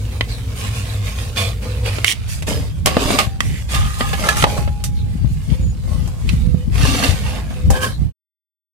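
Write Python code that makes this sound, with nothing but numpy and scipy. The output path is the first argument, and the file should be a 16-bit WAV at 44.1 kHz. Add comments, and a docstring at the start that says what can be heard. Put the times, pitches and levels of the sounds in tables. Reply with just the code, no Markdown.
"""A steel fork turns saucy pasta on a plate: it clinks and scrapes on the food-damped glaze while the
spirals squelch and tiny sauce films burst. The tines ring faintly as a forkful is lifted, and later
a thin tone comes and goes. A low machine hum gives way to a draught that buffets both microphone ports.
A few thin chirps come from far away; everything fades out quickly near the end."""
import sys
import numpy as np
from scipy import signal
from scipy.fft import rfft, irfft, next_fast_len
from scipy.io import wavfile
from scipy.ndimage import uniform_filter1d, map_coordinates

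SR = 44100
rng = np.random.default_rng(int(sys.argv[2]) if len(sys.argv) > 2 else 0)


def materialize(psi):
    """Save the field psi as 16-bit PCM at rate SR to the path in sys.argv[1].

    A 1-D psi becomes a single channel; in a 2-D psi each row is a channel.
    """
    bounded = np.clip(np.atleast_2d(psi).T, -1, 1)
    quanta = np.round(bounded * 32767).astype(np.int16)
    wavfile.write(sys.argv[1], SR, quanta)


N = 384992
TIME = np.arange(N) / SR

# resonances of the loaded plate: (frequency [Hz], width [Hz], gain [dB])
PLATE_MODES = [(520, 14, 2), (775, 100, 1.5), (1087, 24, 8), (1215, 55, 5), (2720, 90, -2),
               (3600, 110, 2.5)]
# dull body of a squelch or knock: (frequency [Hz], level [dB])
LOW_BAND = [(90, -19.5), (200, 11.5), (300, -1.5), (380, 0), (600, 1), (900, -3), (1300, -12.5),
            (1700, -9.5), (3000, -45.5)]
# bite of a smack or clink: (frequency [Hz], level [dB])
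MID_BAND = [(700, -21.5), (1200, -5.5), (1600, -2.5), (2600, 2), (3600, -1.5), (4800, -4), (6000, -17),
            (9000, -48.5)]
# sizzle of a fizz or tick: (frequency [Hz], level [dB])
HIGH_BAND = [(3000, -32.5), (4500, -5.5), (5500, -2), (8500, -1.5), (11000, -5.5), (14000, -11.5),
             (16000, -20.5)]


def amp(db):
    """Decibels to gain."""
    return 10 ** (np.asarray(db) / 20)


def unit(x):
    """Scale to rms 1."""
    return x / np.sqrt(np.mean(x ** 2) + 1e-20)


def along(points, hz):
    """Read a curve of (frequency [Hz], value) points on a log frequency axis."""
    f, v = np.transpose(points)
    return np.interp(np.log(hz + 1), np.log(f + 1), v)


def wobble(rate):
    """A smooth random curve, rate knots a second."""
    knots = rng.standard_normal(int(N * rate / SR) + 4)
    return map_coordinates(knots, [np.arange(N) * rate / SR], order=2)


def envelope(start, rise, hold, t60):
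    """A gain that swells smoothly to 1, holds, and dies away (times in seconds)."""
    t = TIME - start
    swell = np.sin(np.pi / 2 * np.clip(t / rise, 0, 1)) ** 2
    return swell * amp(-60 * np.clip((t - rise - hold) / t60, 0, 2))


def filtered(x, response):
    """Filter x by a gain that is a function of frequency."""
    n = x.shape[-1]
    size = next_fast_len(n + 4096)
    return irfft(rfft(x, size) * response(np.fft.rfftfreq(size, 1 / SR)), size)[..., :n]


def colour(x, spectrum):
    """Shape x with an EQ curve, at rms 1."""
    return unit(filtered(x, lambda hz: amp(along(spectrum, hz))))


def resonate(x, modes):
    """A body's modes ring briefly on whatever touches it."""
    return filtered(x, lambda f: 1 + sum(
        (amp(db) - 1) * 1j * f * width / (hz * hz - f * f + 1j * f * width) for hz, width, db in modes))


def pan(pan_db):
    """Left and right gains; positive leans left."""
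    return unit(amp([[pan_db / 2], [-pan_db / 2]]))


def place(pair, alike, pan_db):
    """Two unrelated signals become left and right with a given likeness and balance."""
    turn = np.arccos(np.clip(alike, -1, 1)) / 2
    mid, side = np.cos(turn) * pair[0], np.sin(turn) * pair[1]
    return np.array([mid + side, mid - side]) * pan(pan_db)


def add(track, start, sound):
    """Mix a sound in at start seconds."""
    part = track[:, round(start * SR):][:, :sound.shape[-1]]
    part += sound[..., :part.shape[-1]]


def stirring(bed_db=(-49.5, -50.5, -53.5), early_boost_db=8, boost_until_s=1.5):
    """Squelch, smack and fizz levels in dB: each push of the fork adds its power to a faint rustle."""
    # pushes through the pasta:
    # (start [s], rise [s], hold [s], t60 [s], squelch [dB], smack [dB], fizz [dB])
    pushes = [(0.267, 0.033, .02, 0.39, -38.5, -38.5, -41.5), (0.535, 0.064, .03, 0.61, -37.5, -30, -32.5),
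              (0.71, 0.043, .025, 1.4, -38.5, -32.5, -35.5), (1.017, 0.048, 0.027, 0.46, -41, -32, -35.5),
              (1.14, 0.043, 0.074, 0.41, -39.5, -35.5, -38.5), (1.346, 0.043, 0.031, 0.38, -32, -23, -27),
              (1.603, 0.031, 0.013, 2.1, -35.5, -37, -41), (1.828, 0.038, 0.012, 1.38, -31, -28, -34),
              (2.268, 0.041, 0.032, 0.37, -56, -35.5, -32.5), (2.463, 0.014, 0.05, 0.65, -30, -30, -31.5),
              (2.848, 0.018, 0.1, 0.27, -29, -28.5, -35.5), (2.952, 0.074, 0.2, 0.26, -24.5, -25.5, -29),
              (3.394, 0.015, 0.18, 0.88, -46.5, -41, -40.5), (3.67, 0.078, 0.013, 0.54, -29, -24, -28.5),
              (3.836, 0.033, 0.13, 3.1, -55, -37, -37.5), (3.955, 0.06, 0.015, 0.79, -34, -32.5, -33),
              (4.142, 0.1, 0.089, 0.35, -26.5, -27, -31), (4.337, .05, 0.052, 0.076, -29, -27.5, -27.5),
              (4.457, 0.02, 0.11, 0.39, -29, -33, -36), (5.21, 0.14, 0.12, .6, -52, -49.5, -47.5),
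              (5.457, 0.074, 0.02, 0.59, -40, -40.5, -44), (5.783, 0.1, 0.051, 3.9, -40.5, -45.5, -45.5),
              (6.244, 0.041, 0.054, 1.1, -62, -42, -46), (6.681, 0.19, 0.2, 0.94, -26.5, -24.5, -28.5),
              (7.23, 0.044, 0.096, 0.64, -31, -35.5, -41.5), (7.49, 0.015, 0.071, 1.3, -37.5, -42, -46.5),
              (7.693, 0.052, 0.025, 0.33, -28, -31.5, -34.5), (7.8, 0.029, 0.019, 0.25, -23.5, -27, -26)]
    boost_db = np.interp(TIME, [boost_until_s, boost_until_s + .05], [early_boost_db, 0])
    power = amp(np.array(bed_db)[:, None] + boost_db) ** 2
    for start, rise, hold, t60, *levels_db in pushes:
        power += (amp(levels_db)[:, None] * envelope(start, rise, hold, t60)) ** 2
    return 10 * np.log10(power)


def crackle(rate, hiss):
    """Tiny sauce films burst at random, rate a second, over a smooth wet hiss."""
    pops = (rng.random(N) < rate / SR) * rng.standard_normal((2, N))
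    return unit(pops) + hiss * rng.standard_normal((2, N))


def patchy(x, depth_db=3.4):
    """Narrow peaks and dips drift at random through the wet noise, giving it a patchy, shifting colour."""
    spectra = signal.stft(x, nperseg=1024)[2]
    peaks = uniform_filter1d(rng.standard_normal(spectra.shape[1:]), size=3, axis=0)
    drifting_peaks = unit(uniform_filter1d(peaks, size=7, axis=1))
    return unit(signal.istft(spectra * amp(depth_db * drifting_peaks), nperseg=1024)[1][:, :N])


def pasta(stir_db):
    """Sliding spirals squelch low; their sauce smacks and fizzes higher up."""
    squelch_db, smack_db, fizz_db = stir_db
    clumps_db = 0.51 * wobble(70) + 1.1 * wobble(24)
    squelch = patchy(resonate(colour(crackle(700, hiss=0.72), LOW_BAND), PLATE_MODES))
    smack = patchy(resonate(colour(crackle(700, hiss=1.0), MID_BAND), PLATE_MODES))
    fizz = patchy(colour(crackle(1200, hiss=2.1), HIGH_BAND))
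    return amp(clumps_db) * (amp(squelch_db) * place(squelch, alike=0.39, pan_db=0.6)
                             + amp(smack_db) * place(smack, alike=0.029, pan_db=-4.5)
                             + amp(fizz_db) * place(fizz, alike=.02, pan_db=-1.3))


def hum(drop_s=2.06, drop_db=-11):
    """A low machine hum, alike at both ports, that later drops back."""
    # wavering hum tones: (frequency [Hz], level before trim [dB])
    partials = [(59.2, -26.5), (102.3, -28.5)]
    # rumble around them: (frequency [Hz], level [dB])
    rumble_eq = [(15, -51), (30, -16.5), (45, -3), (60, 0), (80, -0.5), (105, 7.5), (130, -6.5), (165, -16),
                 (250, -16.5), (340, -32), (480, -19.5), (700, -50.5)]
    tones = np.zeros(N)
    for hz, db in partials:
        gain = np.sqrt(2) * amp(db - 1.5 + 2.5 * wobble(13))
        tones += gain * np.sin(2 * np.pi * hz * TIME + 2.3 * wobble(8))
    rumble = amp(-23.5) * place(colour(rng.standard_normal((2, N)), rumble_eq), alike=0.93, pan_db=-0.6)
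    return (tones + rumble) * amp(np.interp(TIME, [drop_s - .03, drop_s + .03], [0, drop_db]))


def port_gain(hz):
    """The higher modes are louder at the right port."""
    return pan(along([(1300, 0.0), (2000, -6.0)], hz))


def port_phase(hz):
    """High modes bend the plate in opposed lobes and reach the two ports out of phase (radians)."""
    return np.array([[0], [along([(450, 0.29), (800, 1.4), (1300, 1.84), (3000, 1.1)], hz)]])


def fork_hits(hold_s=0.00084, attack_s=0.00035, ring_stretch=1.1, second_mode_db=-3.5):
    """Bare steel on glaze gives a short dry clink; a jab through pasta dies more slowly."""
    # hits, with layer levels before trim: (time [s], knock [dB], clink [dB], tick [dB], t60 [s],
    # ring [dB], main mode [Hz], second mode [Hz])
    hits = [(0.209, -6.5, -5, -24.5, 0.02, -8, 3050, 2010), (1.374, -29.5, -19, -31, 0.15, -20, 3500, 2460),
            (1.859, -31.5, -23, -30.5, 0.091, -25, 2850, 2100),
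            (1.984, -14, -19.5, -39.5, 0.03, -22, 2670, 1400),
            (2.0448, -14.5, 2.5, -9, 0.014, -0.5, 2150, 3060),
            (2.08, -26, -7, -20.5, 0.016, -4, 3180, 2270),
            (2.423, -23.5, -23.5, -28, 0.06, -36, 3780, 2300),
            (2.484, -26, -36, -23.5, 0.12, -23, 592, 458), (2.859, -5, -6, -4.5, 0.03, -11, 3110, 2300),
            (2.868, -9, -8.5, -15, 0.11, -14, 1130, 618),
            (2.967, -1.5, -11.5, -30.5, 0.041, -7.5, 472, 694),
            (3.104, -5.5, -13, -28.5, 0.038, -10, 690, 325), (3.187, -9, -4.5, -13.5, 0.11, -8, 1223, 782),
            (3.405, -10.5, -5, -13.5, 0.016, -4.5, 1950, 1160),
            (3.745, -29.5, -15, -22.5, 0.15, -22, 3600, 2730),
            (4.0071, -11, -14, -34, 0.075, -16, 1196, 1910),
            (4.131, -16.5, -13.5, -26.5, 0.085, -17, 792, 1700),
            (4.2376, -20.5, -20, -30, 0.09, -20, 2080, 1220),
            (4.2876, -15, -6, -13.5, 0.065, -5, 1700, 1310),
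            (4.368, -24.5, -21.5, -20.5, 0.05, -23, 1850, 2280),
            (4.4243, -14, -7.5, -19, 0.035, -11, 1320, 1910),
            (4.4392, 2, -0.5, -17.5, 0.032, -2, 1216, 868), (4.466, -15, -25, -40.5, 0.04, -16, 596, 960),
            (4.577, -13, -28.5, -30.5, 0.059, -20, 617, 1105),
            (4.6755, -20, -26.5, -47.5, 0.058, -27, 560, 1330),
            (4.839, -30, -22.5, -18.5, 0.12, -29, 5820, 3700),
            (5.245, -26.5, -57, -62, 0.031, -28, 330, 635), (6.075, -25, -36, -33, 0.06, -34, 498, 790),
            (6.2904, -44, -14, -26.5, 0.05, -20.5, 2580, 4080),
            (6.851, -14, -21, -28, 0.07, -17.5, 1066, 1650), (6.945, -14, -19, -32, 0.06, -15, 288, 497),
            (7.026, -18.5, -19.5, -29, 0.12, -16.5, 1166, 1640),
            (7.037, -14, -11.5, -19.5, 0.12, -17.5, 2760, 4470),
            (7.703, -9.5, -23, -17, 0.1, -16.5, 787, 517)]
    # steel striking the glaze: (frequency [Hz], width [Hz], gain [dB])
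    clink_modes = [(2060, 240, 3.5), (2670, 210, 5.5), (3140, 150, 3.5)]
    out, t = np.zeros((2, N)), np.arange(SR // 4) / SR
    for start, knock_db, clink_db, tick_db, t60, ring_db, main_hz, second_hz in hits:
        noise = rng.standard_normal((3, 2, len(t)))
        onset = 1 - np.exp(-t / attack_s)
        decay_db = -60 * np.maximum(t - hold_s, 0) / t60
        knock = amp(knock_db - 5.0) * place(colour(noise[0], LOW_BAND), alike=0.35, pan_db=3.1)
        clink = amp(clink_db - 7.0) * place(colour(noise[1], MID_BAND), alike=0.076, pan_db=-8.5)
        tick = amp(tick_db - 2.5) * place(colour(noise[2], HIGH_BAND), alike=.03, pan_db=-1.0)
        blow = resonate((knock + clink + tick) * onset * amp(decay_db), clink_modes + PLATE_MODES)
        # the struck spot favours two modes, which slightly outlast the blow
        ring = sum(amp(ring_db + db) * port_gain(hz) * np.sin(2 * np.pi * hz * t + port_phase(hz))
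                   for hz, db in [(main_hz, 0), (second_hz, second_mode_db)])
        add(out, start, blow + ring * onset * amp(decay_db / ring_stretch))
    return out


def kitchen(x):
    """A short room tail, different at each port."""
    # room decay: (frequency [Hz], t60 [s])
    decay_times = [(200, .25), (2000, 0.16), (12000, 0.12)]
    hz, t, spectra = signal.stft(rng.standard_normal((2, SR // 2)), SR, nperseg=256)
    decay = amp(-60 * t / along(decay_times, hz)[:, None])
    tail = signal.istft(spectra * decay, SR, nperseg=256)[1]
    return signal.fftconvolve(x, tail / np.linalg.norm(tail[0]), axes=1)[:, :N]


def whistle(length, start_hz, end_hz, blur_hz):
    """A soft gliding tone, blurred by distance."""
    progress = np.linspace(0, 1, int(length * SR))
    blur = filtered(rng.standard_normal((2, len(progress))), lambda hz: np.exp(-(hz / blur_hz) ** 2))
    phase = 2 * np.pi * np.cumsum(start_hz + (end_hz - start_hz) * progress) / SR
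    return unit(blur) * np.sin(np.pi * progress) * np.sin(phase)


def chirps():
    """Faint falling chirps and one thin high whistle."""
    # distant chirps: (time [s], length [s], start pitch [Hz], end pitch [Hz], level [dB])
    glides = [(0.273, 0.12, 4780, 3600, -33), (4.941, 0.11, 4440, 3400, -43),
              (7.882, 0.11, 4100, 3980, -39)]
    out = np.zeros((2, N))
    for start, length, start_hz, end_hz, db in glides:
        add(out, start, amp(db) * whistle(length, start_hz, end_hz, blur_hz=449))
    add(out, 5.57, amp(-42.0) * whistle(length=0.185, start_hz=6930, end_hz=6880, blur_hz=50))
    return out


def scrapes(stir_db, grit_depth_db=2, grit_per_s=130, damped_above_hz=2200):
    """Friction feeds the modes of fork and plate; which ones depends on where the tines press."""
    # fork strokes and the modes they rub:
    # (start [s], end [s], width before damping [Hz], [(frequency [Hz], level against the pasta [dB])])
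    strokes = [ (0.562, 1.317, 70, [(1070, -7.5), (2500, -12)]), (1.355, 1.538, 55, [(485, -2), (680, -1.5),
               (1100, -3.5), (2450, -6), (3450, -5)]), (1.6, 1.902, 70, [(495, 0.5), (2500, -9.5)]),
               (2.473, 2.712, 51.6, [(280, -4.5), (455, -2.5), (585, -7), (5000, -8.5)]),
               (2.878, 3.27, 59.9, [(760, -13.5), (1130, -4), (2750, -10.5), (4890, -12)]),
               (2.97, 3.182, 70, [(265, -2.5), (410, -6), (600, -6)]), (3.428, 3.622, 260, [(2100, 1.5),
               (3200, -7.5)]), (3.72, 4.22, 55, [(810, -4.5), (1070, -1.5), (1225, 5.5), (1700, -11),
               (3560, -22.5)]), (4.228, 4.48, 55, [(840, -2), (1200, -5), (1345, -2.5), (1730, -9.5),
               (6200, -9), (9500, -11)]), (6.761, 7.141, 42.4, [(270, -1), (495, -11), (700, -13),
               (1170, -6.5), (2740, -8), (3630, -12.5), (4490, -10), (5750, -12)]),
               (7.23, 7.378, 120, [(2750, -4)]), (7.72, 7.953, 35.9, [(1070, -4), (1555, 0.5), (1660, 0),
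               (3090, -5)])]
    squelch_db, smack_db, _ = stir_db
    out = np.zeros((2, N))
    grit_db = grit_depth_db * wobble(grit_per_s)  # the tines catch and slip as they drag
    for start, end, width, modes in strokes:
        span = slice(round(start * SR), round(end * SR))
        n = span.stop - span.start
        for hz, db in modes:
            half_width = width / 2 * (1 + (hz / damped_above_hz) ** 2)  # food damping widens high modes
            rub = filtered(rng.standard_normal(n), lambda f: 1 / (1 + ((f - hz) / half_width) ** 2))
            stereo = port_gain(hz) * np.real(signal.hilbert(unit(rub)) * np.exp(1j * port_phase(hz)))
            force_db = (squelch_db if hz < 1450 else smack_db)[span] + grit_db[span]
            add(out, start, amp(force_db + db) * signal.windows.tukey(n, .15) * stereo)
    return out


def skid(slips_per_s=105, level_db=-16):
    """The tines stick and slip unevenly, each slip a short rasp on the glaze."""
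    # tone of the rasp: (frequency [Hz], level [dB])
    glaze_eq = [(600, -41.5), (1500, -33.5), (1900, -4), (2250, -6), (2520, -9.5), (2900, 0), (3300, -4.5),
                (3800, -8.5), (5100, -15.5), (5800, -12), (7800, -15), (9300, -8), (11000, -21),
                (15500, -23.5)]
    # resonances of the skidding tines: (frequency [Hz], width [Hz], gain [dB])
    skid_modes = [(2220, 150, 5.5), (3040, 120, 4), (3340, 110, 5), (5720, 200, 8), (6300, 150, 2.5),
                  (7200, 250, 5)]
    slip_phase = np.cumsum(slips_per_s * np.exp(0.28 * wobble(90))) / SR % 1
    slips = unit(.7 + np.exp(-slip_phase / .3))
    friction = unit(resonate(colour(rng.standard_normal((2, N)), glaze_eq), skid_modes))
    gain = amp(level_db) * envelope(start=2.042, rise=0.04, hold=0.044, t60=0.041)
    return gain * place(slips * friction, alike=0.38, pan_db=-7.5)


def airflow(breeze_db=-23.5, swing_db=0.5, breeze_from_s=2.13):
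    """Air strength at each port: a wandering breeze, and gusts that swell on one side or both."""
    # gusts on the microphone: (peak time [s], length [s], level [dB], left over right [dB])
    gusts = [(2.58, 0.21, -19.5, -1.5), (2.85, 0.24, -20.5, -10.5), (3.49, 0.16, -16.5, -4),
             (3.811, .22, -13.5, 1), (4.107, 0.33, -21, -1), (4.417, 0.28, -19.5, 0),
             (4.668, 0.21, -16.5, 4.5), (4.995, 0.45, -18, -2.5), (5.249, 0.17, -14.5, 21.5),
             (5.35, 0.13, -17, -6), (5.521, 0.096, -11, 23.5), (5.656, 0.19, -14, -4.5),
             (5.966, 0.35, -16, 24), (6.303, 0.23, -14, 6), (6.467, 0.33, -13, -14.5),
             (6.81, 0.4, -13, 8.5), (7.12, 0.096, -13.5, 24.5), (7.26, 0.16, -19.5, -3),
             (7.694, 0.14, -7, 5.5), (8.043, 0.17, -14, -14)]
    breeze = amp(breeze_db + swing_db * np.array([wobble(9.8), wobble(7.6)]))
    power = (breeze * np.clip((TIME - breeze_from_s) / .06, 0, 1)) ** 2
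    for peak_s, length, db, pan_db in gusts:
        swell = np.cos(np.pi * np.clip((TIME - peak_s) / length, -.5, .5))
        power += (amp(db) * pan(pan_db) * swell) ** 2
    return np.sqrt(power)


def draught(flutter_db=-10, flutter_exponent=2.35):
    """Eddies hit each port separately; stronger air flutters higher up, and the sharpest eddies pop."""
    # deep buffeting: (frequency [Hz], level [dB])
    buffet_eq = [(15, -36.5), (30, -27), (45, -0.5), (62, 4), (100, -2), (150, -8), (220, -19),
                 (300, -29.5), (450, -42), (1000, -70.5)]
    # flutter above it: (frequency [Hz], level [dB])
    flutter_eq = [(60, -26.5), (150, 1.5), (260, -1.5), (370, -17), (700, -31.5), (2000, -67.5)]
    # single puffs: (time [s], level before trim [dB], left over right [dB], pitch [Hz])
    puffs = [(3.058, -10, -11, 85), (3.274, -10, 20, 89.5), (4.435, -6.5, -3, 104), (4.589, -9.5, -17, 118),
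             (5.155, -13.5, 30, 170), (5.246, -4.5, 28, 142), (5.313, -15, -3, 140), (5.52, -9.5, 28, 170),
             (5.599, -11.5, 30, 140), (6.334, -8.5, 32, 170), (6.473, -11.5, -21, 170),
             (6.545, -4, -32, 165), (6.678, -13.5, 29, 190), (6.837, -3, -6, 111), (7.091, -5.5, 10, 85),
             (8.02, -8, -26, 140)]
    eddies = colour(rng.standard_normal((2, N)), buffet_eq)
    # the air pushes with a fairly even force from one eddy to the next
    eddies /= np.sqrt(np.abs(uniform_filter1d(eddies ** 2, size=2000, axis=1)) + 0.035)
    flow = airflow()
    flutter = colour(rng.standard_normal((2, N)), flutter_eq) * amp(flutter_db + 7.0 * wobble(45))
    out = flow * eddies + flow ** flutter_exponent * flutter
    t = np.arange(SR // 25) / SR
    for when, db, pan_db, hz in puffs:
        push = np.sin(2 * np.pi * hz * t) + 0.011 * colour(rng.standard_normal(len(t)), LOW_BAND)
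        pop = push * (t / 0.0032) ** 2 * np.exp(-t / 0.0022)
        add(out, when - .003, amp(db + 13.5) * pan(pan_db) * pop)
    return out


def tines():
    """Pulled free of the pasta, the fork rings on by itself, wavering as the hand moves."""
    # free ring-outs: (time [s], pitch [Hz], level [dB], t60 [s])
    rings = [(3.19, 782, -30.5, 0.76), (4.44, 827, -28.3, 1.65)]
    out = np.zeros(N)
    for start, hz, db, t60 in rings:
        t = np.maximum(TIME - start, 0)
        out += amp(db - 60 * t / t60 + wobble(11)) * np.sin(2 * np.pi * hz * t)
    return out


def whine():
    """A thin, slightly unsteady tone comes and goes while the forkful is held up and put back."""
    # swells of the tone: (start [s], end [s], pitch [Hz], level [dB])
    swells = [(5.53, 5.69, 520, -42.5), (5.82, 6.16, 512, -44.5), (6.4, 6.682, 498, -40.5),
              (7.26, 7.418, 510, -39.5), (7.54, 7.723, 503, -38), (7.72, 7.892, 513, -28)]
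    out = np.zeros((2, N))
    for start, end, hz, db in swells:
        n = round((end - start) * SR)
        tone = amp(db + 1.3 * wobble(26)) * np.sin(2 * np.pi * hz * TIME + 0.41 * wobble(37))
        add(out, start, signal.windows.tukey(n, .4) * tone[:n])
    return out


def scene():
    """Fork and food close by, over hum and moving air."""
    fork = fork_hits() + skid()
    stir_db = stirring()
    food = scrapes(stir_db) + pasta(stir_db)
    return fork + amp(-13.5) * kitchen(fork) + food + tines() + chirps() + hum() + whine() + draught()


def record(dry):
    """Peaks saturate softly, the sound fades out, and the very top of the treble is cut."""
    ceiling, cutoff_hz = 1.1, 15850
    soft = dry / (1 + np.abs(dry / ceiling) ** 8) ** (1 / 8)
    fade = np.interp(TIME, [8.05, 8.125], [1, 0])
    return filtered(soft * fade, lambda hz: hz < cutoff_hz)


dry = scene()
out = record(dry)
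materialize(out)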